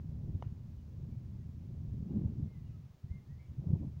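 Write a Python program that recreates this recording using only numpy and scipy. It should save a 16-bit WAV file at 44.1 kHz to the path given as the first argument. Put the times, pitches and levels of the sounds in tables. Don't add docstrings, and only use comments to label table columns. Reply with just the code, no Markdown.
import sys
import numpy as np
from scipy import signal
from scipy.fft import rfft, irfft
from scipy.io import wavfile
from scipy.ndimage import uniform_filter1d

SR = 44100
rng = np.random.default_rng(int(sys.argv[2]) if len(sys.argv) > 2 else 0)


def generate_wav(signal):
    frames = np.transpose(np.atleast_2d(signal))
    scaled = np.clip(frames, -1, 1) * 32767
    pcm = np.round(scaled).astype(np.int16)
    wavfile.write(sys.argv[1], SR, pcm)


N = 176400


def from_db(db):
    return 10 ** (np.asarray(db) / 20)


def unit_rms(x):
    return x / np.sqrt(np.mean(x ** 2) + 1e-20)


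def seconds():
    return np.arange(N) / SR


def drift(rate_hz):
    step, settle = 40, 2000
    pole = np.exp(-2 * np.pi * rate_hz * step / SR)
    white = rng.standard_normal(N // step + settle + 2)
    slow = signal.lfilter([1], [1, -2 * pole, pole * pole], white)[settle:]
    return np.interp(np.arange(N) / step, np.arange(len(slow)), unit_rms(slow))


def noise(colour):
    hz, db = np.transpose(colour)
    bin_hz = np.maximum(np.arange(N // 2 + 1) * SR / N, 1)
    gain = from_db(np.interp(np.log(bin_hz), np.log(hz), db))
    return unit_rms(irfft(rfft(rng.standard_normal(N)) * gain, N))


# freq_hz, relative_db
HUSH_COLOUR = [(30, 19.5), (200, 14), (400, 12), (700, 8), (1000, 6), (1200, 2.5), (1500, 0.5), (3000, -4),
               (5000, -4.5), (6700, -6.5), (8000, -14), (13800, -15.5), (15000, -6), (16000, -7)]
# pitch_hz, rms_db
WHINE_TONES = [(4625, -105), (5427, -101), (6229, -107)]


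def background(hush_db=-71):
    t = seconds()
    whine = sum(np.sqrt(2) * from_db(db) * np.sin(2 * np.pi * hz * t) for hz, db in WHINE_TONES)
    return from_db(hush_db) * noise(HUSH_COLOUR) + whine


# freq_hz, relative_db
TWITTER_COLOUR = [(1200, -43.5), (1900, -4.5), (2400, -2), (3000, -4), (4000, -9.5), (6000, -51)]


def far_twitter(level_db=-90.5, swing_db=2.5):
    return noise(TWITTER_COLOUR) * from_db(level_db + swing_db * drift(rate_hz=5))


# start_s, length_s, level_db, start_hz, middle_hz, end_hz
WHISTLES = [(.77, .05, -82, 2950, 2910, 2740), (1.095, 0.057, -81, 2450, 2334, 2290),
            (1.37, 0.07, -84, 2050, 1950, 1850), (1.64, 0.047, -85, 2250, 2310, 2270),
            (2.07, .07, -85.5, 2600, 2810, 2770), (2.44, 0.21, -79, 2200, 2053, 1930),
            (2.642, 0.052, -80, 2870, 2910, 2870), (2.677, .05, -81, 2700, 2560, 2360),
            (2.706, 0.085, -80.5, 1310, 1283, 1235), (3.074, .13, -72.5, 1870, 2110, 1850),
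            (3.253, .13, -78.5, 1715, 1900, 2070), (3.376, 0.052, -73.5, 2065, 2100, 2166),
            (3.386, 0.061, -73, 2260, 2290, 2320), (3.768, 0.049, -79.5, 2850, 2360, 2200)]


def far_bird(waver_depth=0.012, echo_db=-2, wood_t60_s=0.5):
    t, song = seconds(), np.zeros(N)
    waver = 1 + waver_depth * drift(rate_hz=40)
    for start, length, db, *pitches in WHISTLES:
        progress = np.clip((t - start) / length, 0, 1)
        hz = np.polyval(np.polyfit([0, .5, 1], pitches, 2), progress) * waver
        song += from_db(db) * np.sin(np.pi * progress) * np.sin(2 * np.pi * np.cumsum(hz) / SR)
    wood = rng.standard_normal(N) * from_db(-60 * t / wood_t60_s)
    echo = signal.fftconvolve(song, wood / np.linalg.norm(wood))[:N]
    return song + from_db(echo_db) * echo


def turbulence(colour, curve, trim_db, lumps_db, lumps_hz):
    band = noise(colour)
    steady = band / np.sqrt(uniform_filter1d(band ** 2, 2400) + 1e-12)
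    curve_db = np.interp(seconds(), *np.transpose(curve))
    return steady * from_db(curve_db + trim_db + lumps_db * drift(lumps_hz))


# freq_hz, relative_db
RUMBLE_BAND = [(15, -17.5), (25, -13), (36, -17), (55, -7), (78, 3), (120, -1), (155, -2.5), (190, -16),
               (260, -30), (600, -76)]
FLUTTER_BAND = [(80, -31.5), (140, -4.5), (175, 1.5), (210, 1), (260, -8.5), (320, -17), (450, -39),
                (900, -68)]
RUSH_BAND = [(150, -22), (260, -2.5), (310, 1), (370, 1), (460, -9), (540, -9.5), (700, -18), (980, -22.5),
             (1200, -32), (1500, -42.5), (2500, -59), (6000, -82)]
# time_s, level_db
RUMBLE_CURVE = [(0.0, -44), (0.37, -41), (0.38, -44.5), (0.48, -47.5), (0.49, -46), (0.9, -48.5),
                (1.0, -43), (1.56, -47), (1.99, -39), (2.09, -49.5), (2.13, -39), (2.27, -39.5),
                (2.34, -45), (2.43, -35), (2.53, -55), (2.56, -44), (2.84, -49), (3.01, -71), (3.04, -54),
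                (3.09, -47.5), (3.11, -40), (3.25, -59), (3.29, -46.5), (3.46, -53.5), (3.52, -42.5),
                (3.54, -57.5), (3.59, -33), (3.62, -53), (3.74, -38), (3.8, -40), (3.82, -41), (4.0, -43.5)]
FLUTTER_CURVE = [(0, -57.5), (.2, -49.5), (.35, -43.5), (.41, -53), (.9, -58), (1.15, -52.5), (1.5, -55),
                 (1.8, -57), (2.03, -44.5), (2.169, -32), (2.361, -44.5), (2.44, -43), (2.54, -59),
                 (2.82, -57.5), (2.98, -83), (3.05, -62.5), (3.46, -65.5), (3.73, -40), (3.85, -43),
                 (4, -71.5)]
RUSH_CURVE = [(0, -73), (.27, -61), (.46, -67), (.62, -78), (.85, -73.5), (1.03, -69), (1.25, -71),
              (1.5, -75.5), (1.85, -67), (2.06, -66), (2.181, -51.5), (2.269, -57.5), (2.329, -67.5),
              (2.44, -64), (2.6, -73), (3, -86.5), (3.11, -74.5), (3.519, -78), (3.659, -60), (3.74, -52),
              (3.79, -68), (3.84, -55), (3.92, -74), (4, -78)]


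def wind(top_hz=1800):
    rumble = turbulence(RUMBLE_BAND, RUMBLE_CURVE, trim_db=-0.5, lumps_db=2, lumps_hz=40)
    flutter = turbulence(FLUTTER_BAND, FLUTTER_CURVE, trim_db=-3, lumps_db=3.5, lumps_hz=53)
    rush = turbulence(RUSH_BAND, RUSH_CURVE, trim_db=0.5, lumps_db=3, lumps_hz=45)
    return signal.sosfilt(signal.butter(2, top_hz, fs=SR, output="sos"), rumble + flutter + rush)


# centre_s, envelope_peak_db, pitch_hz
EDDIES = [(.354, -26.5, 100), (0.47, -27.5, 109), (0.526, -36.5, 148), (2.168, -29.5, 183),
          (2.239, -27.5, 179), (2.262, -23.5, 100), (2.433, -26, 101.6), (3.045, -33, 104),
          (3.587, -34.5, 102), (3.672, -25, 148), (3.705, -25, 107.5), (3.737, -16.5, 133),
          (3.828, -34, 172), (3.872, -30, 139)]


def buffets(half_width_cycles=0.38):
    thumps = np.zeros(N)
    for centre, db, hz in EDDIES:
        cycles = (seconds() - centre) * hz
        envelope = 1 / np.cosh(np.clip(cycles / half_width_cycles, -20, 20))
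        thumps += from_db(db) * envelope * np.cos(2 * np.pi * (cycles + rng.random()))
    return thumps


PUTT_S = 0.42442
# freq_hz, relative_db
SCATTER_COLOUR = [(200, -16), (550, 4), (1000, 3), (1600, -3), (2050, -7), (3000, -8), (3900, -26),
                  (6100, -17), (8000, -33), (16000, -46)]


def scatter(gain_db=-66.5, rise_s=0.005, t60_s=0.36):
    age = np.maximum(seconds() - PUTT_S, 0)
    envelope = (1 - np.exp(-age / rise_s)) * from_db(-60 * age / t60_s)
    return from_db(gain_db) * envelope * noise(SCATTER_COLOUR)


# pitch_hz, gain_db, t60_s
HEAD_AND_BALL_MODES = [(980, -48, 0.024), (2100, -54, 0.013), (2910, -52, 0.015), (4120, -72, 0.014),
                       (4850, -75, 0.013), (6000, -69, .025), (9400, -79, .008)]


def putter_ring(onset_cutoff_ratio=1.3):
    click, ringing = signal.unit_impulse(N, int(PUTT_S * SR)), np.zeros(N)
    for hz, db, t60 in HEAD_AND_BALL_MODES:
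        soften = signal.butter(2, hz * onset_cutoff_ratio, fs=SR, output="sos")
        soft_click = signal.sosfilt(soften, click + 1e-18)
        decay, angle = from_db(-60 / (t60 * SR)), 2 * np.pi * hz / SR
        resonator = [0, np.sin(angle)], [1, -2 * decay * np.cos(angle), decay ** 2]
        ringing += from_db(db) * signal.lfilter(*resonator, soft_click)
    return ringing


def putt_tock(peak_db=-35, contact_s=0.00118, sharpness=1.77, radiated_hz=(330, 3030)):
    contact = np.clip((seconds() - PUTT_S) / contact_s, 0, 1)
    force = np.abs(np.sin(np.pi * contact)) ** sharpness
    radiation = signal.butter(2, radiated_hz, "band", fs=SR, output="sos")
    tock = signal.sosfilt(radiation, np.gradient(force) + 1e-18)
    return from_db(peak_db) * tock / np.abs(tock).max()


def scene():
    putt = putt_tock() + putter_ring() + scatter()
    return (putt + wind() + buffets() + far_bird() + far_twitter() + background())[None]


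def record(dry):
    lowpass = signal.firwin(601, cutoff=15850, fs=SR)
    return signal.fftconvolve(dry, lowpass[None], "same", axes=1)


dry = scene()
out = record(dry)
generate_wav(out)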